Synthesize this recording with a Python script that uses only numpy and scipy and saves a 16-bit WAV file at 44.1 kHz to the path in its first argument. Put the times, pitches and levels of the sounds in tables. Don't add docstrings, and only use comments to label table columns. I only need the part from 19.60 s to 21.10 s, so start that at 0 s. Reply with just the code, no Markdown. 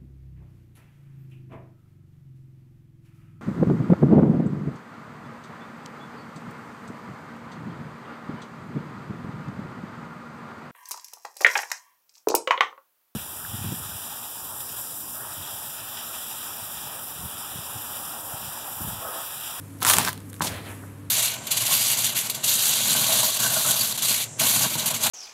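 import sys
import numpy as np
from scipy import signal
from scipy.fft import rfft, irfft, next_fast_len
from scipy.io import wavfile

SR = 44100
rng = np.random.default_rng(int(sys.argv[2]) if len(sys.argv) > 2 else 0)


def output_pcm(signal):
    pcm = np.clip(np.atleast_2d(signal).T, -1, 1) * 32767
    wavfile.write(sys.argv[1], SR, np.round(pcm).astype(np.int16))


N = 66150
T = np.arange(N) / SR


def amp(db):
    return 10 ** (np.asarray(db) / 20)


def unit(x):
    return x / np.sqrt(np.mean(x ** 2) + 1e-20)


def along(points, hz):
    point_hz, values = np.transpose(points)
    return np.interp(np.log(hz + 1), np.log(point_hz + 1), values)


def curve(rows, column=1):
    columns = np.transpose(rows)
    return np.interp(T, columns[0], columns[column])


def add(track, start_s, sound):
    part = track[max(round(start_s * SR), 0):][:len(sound)]
    part += sound[:len(part)]


def band(x, kind, hz, order=2):
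    return signal.sosfilt(signal.butter(order, hz, kind, fs=SR, output="sos"), x)


def coloured(x, spectrum):
    m = 2 * next_fast_len(N)
    gain = amp(along(spectrum, np.fft.rfftfreq(m, 1 / SR)))
    cepstrum = irfft(np.log(gain), m)
    cepstrum[1:m // 2] *= 2
    cepstrum[m // 2 + 1:] = 0
    return unit(irfft(rfft(x, m) * np.exp(rfft(cepstrum)), m)[:N])


def grains(per_s, spread_db, hiss_db):
    hits = rng.random(N) < per_s / SR
    strength = amp(spread_db * np.minimum(rng.standard_normal(N), 1.6))
    polarity = rng.choice([-1, 1], N)
    return unit(hits * strength * polarity) + amp(hiss_db) * rng.standard_normal(N)


def ring(modes, pitch_ratio=1, scatter=0):
    t = np.arange(SR // 5) / SR
    vibration = np.zeros(len(t))
    for hz, db, t60 in modes:
        detuned_hz = hz * pitch_ratio * np.exp(scatter * rng.normal())
        vibration += amp(db - 60 * t / t60) * np.sin(2 * np.pi * detuned_hz * t)
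    return vibration


def background():
    # pitch_hz, rms_db
    tones = [(100, -43), (142, -59.5), (200, -55)]
    # frequency_hz, gain_db
    spectrum = [(20, -54), (45, -34.5), (64, -4), (85, -12.5), (150, 1.5), (210, -10.5), (280, 2.5),
                (350, -13.5), (450, -12), (700, -22.5), (1100, -20), (2000, -26.5), (3500, -33.5),
                (16000, -55.5)]
    hum = sum(np.sqrt(2) * amp(db) * np.sin(2 * np.pi * (hz * T + rng.random())) for hz, db in tones)
    return hum + amp(-44.5) * coloured(rng.standard_normal(N), spectrum)


def trickle():
    # time_s, level_db
    flow = [(0, -54), (.19, -55), (.56, -59), (.64, -55.5), (.688, -55), (.701, -44), (.716, -62),
            (.755, -49), (.785, -55), (.90, -54), (.97, -49.5), (1.025, -53.5), (1.11, -45.5),
            (1.19, -54.5), (1.255, -52.5), (1.29, -56.5), (1.5, -62.5)]
    # frequency_hz, gain_db
    spectrum = [(200, -33), (2000, -16), (5000, -11.5), (7500, -3.5), (11000, 0), (13500, -4.5),
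                (16000, -16)]
    return amp(curve(flow)) * coloured(grains(per_s=900, spread_db=5, hiss_db=4), spectrum)


def rub():
    # time_s, level_db, cutoff_hz
    strokes = [(.80, -100, 4000), (.84, -43.5, 4000), (.90, -36.5, 4060), (.985, -37, 3800),
               (1.028, -46.5, 4300), (1.065, -39.5, 4000), (1.105, -38, 2900), (1.16, -48, 3100),
               (1.215, -48.5, 2520), (1.24, -47.5, 1900), (1.28, -51.5, 2600), (1.5, -69, 2200)]
    # frequency_hz, gain_db
    spectrum = [(40, -17), (90, 12), (150, 3), (280, 6.5), (400, 0), (560, 3), (900, -2.5), (1700, -1),
                (3500, -5), (16000, -7)]
    rustle = coloured(grains(per_s=2600, spread_db=8.5, hiss_db=5), spectrum)
    hz, t, frames = signal.stft(rustle, SR, nperseg=512)
    cutoff_hz = np.interp(t, T, curve(strokes, column=2))
    low_pass = 1 / np.sqrt(1 + (hz[:, None] / cutoff_hz) ** 10)
    dulled = signal.istft(frames * low_pass, SR, nperseg=512)[1][:N]
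    return amp(curve(strokes)) * unit(dulled)


def scrapes():
    # middle_s, length_s, level_db
    strokes = [(0.821, .016, -30.5), (.876, 0.018, -29.5)]
    # frequency_hz, gain_db
    spectrum = [(300, -54), (1400, -40), (2300, 2), (3700, 3), (5200, -0.5), (8000, -5), (16000, -19)]
    envelope = sum(amp(db) * np.exp(-(2 * (T - middle_s) / length_s) ** 4)
                   for middle_s, length_s, db in strokes)
    return envelope * coloured(rng.standard_normal(N), spectrum)


def push():
    # time_s, level_db
    effort = [(.803, -100), (.814, -45), (.820, -26), (.834, -29.5), (.858, -25.5), (.876, -30),
              (.889, -36.5), (.94, -45), (1.2, -100)]
    # frequency_hz, gain_db
    spectrum = [(60, -10), (140, 13), (350, 0.5), (800, 5.5), (1500, -4), (3800, -3), (5500, -0.5),
                (9500, 0.5), (13500, -3), (16000, -13)]
    return amp(curve(effort)) * coloured(grains(per_s=4300, spread_db=11.5, hiss_db=-2), spectrum)


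def knock(pitch_hz):
    # pitch_ratio, level_db, t60_s
    modes = [(.84, -5, .018), (1.06, -1, .016), (1.45, -6, .009), (2.8, -7, .005)]
    linewidth_hz = 110
    t = np.arange(SR // 5) / SR
    phase_steps = rng.standard_normal((len(modes), len(t))) * np.sqrt(2 * np.pi * linewidth_hz / SR)
    vibration = sum(amp(db - 60 * t / t60) * np.sin(2 * np.pi * pitch_hz * ratio * t + drift)
                    for (ratio, db, t60), drift in zip(modes, np.cumsum(phase_steps, axis=1)))
    return band(vibration, "high", 0.72 * pitch_hz, order=5)


def landings():
    # start_s, level_db, pitch_hz
    blows = [(.8070, -12, 1060), (0.8166, -21, 940), (.8200, -16, 943), (1.237, -34.5, 970)]
    # pitch_hz, level_db, t60_s
    thud_modes = [(170, -9, 0.046), (314, -15, 0.035), (580, -37, 0.031)]
    track = np.zeros(N)
    for start_s, db, pitch_hz in blows:
        add(track, start_s, amp(db) * (knock(pitch_hz) + ring(thud_modes, scatter=0.026)))
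    track = band(track, "high", hz=111)
    return band(track, "low", hz=1800, order=4)


def pour():
    # time_s, level_db
    flow = [(.19, -94), (.23, -31), (.30, -40.5), (.37, -29.5), (.408, -26), (.43, -32.5), (.485, -31),
            (.52, -46.5), (.56, -51), (.62, -58), (.75, -90)]
    # frequency_hz, gain_db
    spectrum = [(30, -40), (70, -9), (140, 1), (280, -1.5), (450, -6.5), (1200, -7), (2500, -9),
                (5000, -11.5), (16000, -44)]
    return amp(curve(flow)) * coloured(grains(per_s=4000, spread_db=0.5, hiss_db=6), spectrum)


def crackle():
    # time_s, level_db
    effort = [(.19, -100), (.213, -41.5), (.23, -24.5), (.243, -36.5), (.262, -25), (.277, -17.5),
              (.308, -19.5), (.325, -21), (.365, -24), (.40, -28), (.44, -30.5), (.492, -31.5), (.515, -45),
              (.55, -51), (.70, -100)]
    # frequency_hz, gain_db
    spectrum = [(100, -42), (450, -19.5), (700, -3.5), (950, 7), (1300, 3.5), (1900, -8.5), (3200, 1),
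                (5200, -1), (9500, 3), (13500, 2), (16000, -7)]
    return amp(curve(effort)) * coloured(grains(per_s=3000, spread_db=7, hiss_db=-3), spectrum)


def crack(size):
    # pitch_hz, level_db, t60_s
    modes = [(3065, -7.5, 0.0043), (7620, 4.5, 0.0019), (10460, -2, 0.0024)]
    grit_db, grit_t60_s = -8, 0.0038
    tick = ring(modes, pitch_ratio=1 / size, scatter=0.07)
    t = np.arange(len(tick)) / SR
    tick += amp(grit_db - 60 * t / grit_t60_s) * rng.standard_normal(len(t))
    return tick / np.abs(tick).max()


def fractures():
    # start_s, crack_db, size_ratio, knock_db, knock_pitch_hz
    snaps = [(.2229, -18.5, 1.3, -16, 1146), (.2289, -4, 0.81, -36, 1310), (0.2292, -42, .8, -25, 1240),
             (.2498, 3, .95, -12.5, 1225), (.2577, -11, 1, -18, 1310), (.2656, -18, .8, -42, 1200),
             (0.2672, -1.5, 1.04, -17, 1210), (0.2783, -0.5, 0.77, -30, 1150),
             (.2840, -3.5, 0.99, -29, 1100), (.2884, 0, 0.79, -24, 1120), (0.2919, -7.5, 0.92, -20, 1170),
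             (0.2988, 5, 0.74, -13, 1110), (0.3016, -1, 1.32, -10, 1013), (0.308, 0, 0.84, -20, 1070),
             (0.3119, 4, 0.79, -19, 1160), (.3180, -6, 0.86, -35.5, 1100), (.3331, 0, 0.61, -40.5, 1110),
             (0.3365, 5, 1.01, -20, 1250), (0.3403, 1, 0.83, -21, 1010), (0.3498, -11, .9, -22, 945),
             (0.3688, -2.5, 1.07, -20, 1040), (0.3849, 9, 1.08, -11, 994), (0.3947, -8.5, 1.1, -36, 990),
             (.4090, -39, 1.2, -17.5, 860), (0.4109, -20, 1, -19.5, 1160), (.4498, -5, 1.35, -25, 1270),
             (0.453, -21, 1.7, -23, 1460), (0.4569, -23, 0.59, -43, 1330), (.4720, -22, 0.64, -18.5, 1400),
             (0.4763, -16, 1.8, -13.5, 1320), (0.4841, -9.5, 1.03, -17.5, 1190),
             (0.4913, -12, 0.56, -21.5, 1404)]
    # start_s, level_db, size_ratio
    crumbs = [(.081, -49, 0.5), (0.1882, -33, 0.49), (.2050, -23, 0.73), (0.209, -30, 0.38),
              (0.2184, -24, 1.7), (.5008, -44, 0.68), (0.5303, -13, 0.81), (0.5775, -24, 0.79),
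              (0.604, -30.5, 0.93), (.6989, -51, 0.54), (0.6995, -43, 0.48), (.7310, -22, 0.93),
              (.7423, -22, 0.815), (.7649, -33, 1.1), (.7967, -22, 0.38), (0.8204, -25, 1.6),
              (0.8725, -21, 1.13), (.9641, -24, 0.76)]
    track = np.zeros(N)
    for start_s, crack_db, size, knock_db, pitch_hz in snaps:
        add(track, start_s, amp(crack_db) * crack(size) + amp(knock_db) * knock(pitch_hz))
    for start_s, db, size in crumbs:
        knock_gain = amp(-17) * size ** 3.2
        add(track, start_s, amp(db) * (crack(size) + knock_gain * knock(pitch_hz=1470)))
    return band(track, "high", hz=556)


def tub(x):
    # pitch_hz, level_db, t60_s
    modes = [(864, -12, 0.42), (926.6, 4, 0.079), (1018, 2, 0.14), (1221, -0.5, 0.15), (1335, -2.5, 0.17),
             (1400, -5, 0.12)]
    response = ring(modes)
    return signal.fftconvolve(x, response / np.linalg.norm(response))[:N]


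def room(x):
    # frequency_hz, t60_s
    decay_times = [(200, 0.31), (1200, .18), (10000, 0.23)]
    hz, t, frames = signal.stft(rng.standard_normal(SR // 2), SR, nperseg=256)
    decay = amp(-60 * t / along(decay_times, hz)[:, None])
    tail = signal.istft(frames * decay, SR, nperseg=256)[1]
    return signal.fftconvolve(x, tail / np.linalg.norm(tail))[:N]


def scene():
    sand = fractures() + landings() + crackle() + pour() + trickle() + push() + scrapes() + rub()
    return (sand + amp(-24) * tub(sand) + amp(-15) * room(sand) + background())[None]


def record(dry):
    top_hz = 15700
    clipped = dry / (1 + np.abs(dry) ** 6) ** (1 / 6)
    m = 2 * next_fast_len(N)
    passband = np.fft.rfftfreq(m, 1 / SR) < top_hz
    return irfft(rfft(clipped, m) * passband, m)[..., :N]


dry = scene()
out = record(dry)
output_pcm(out)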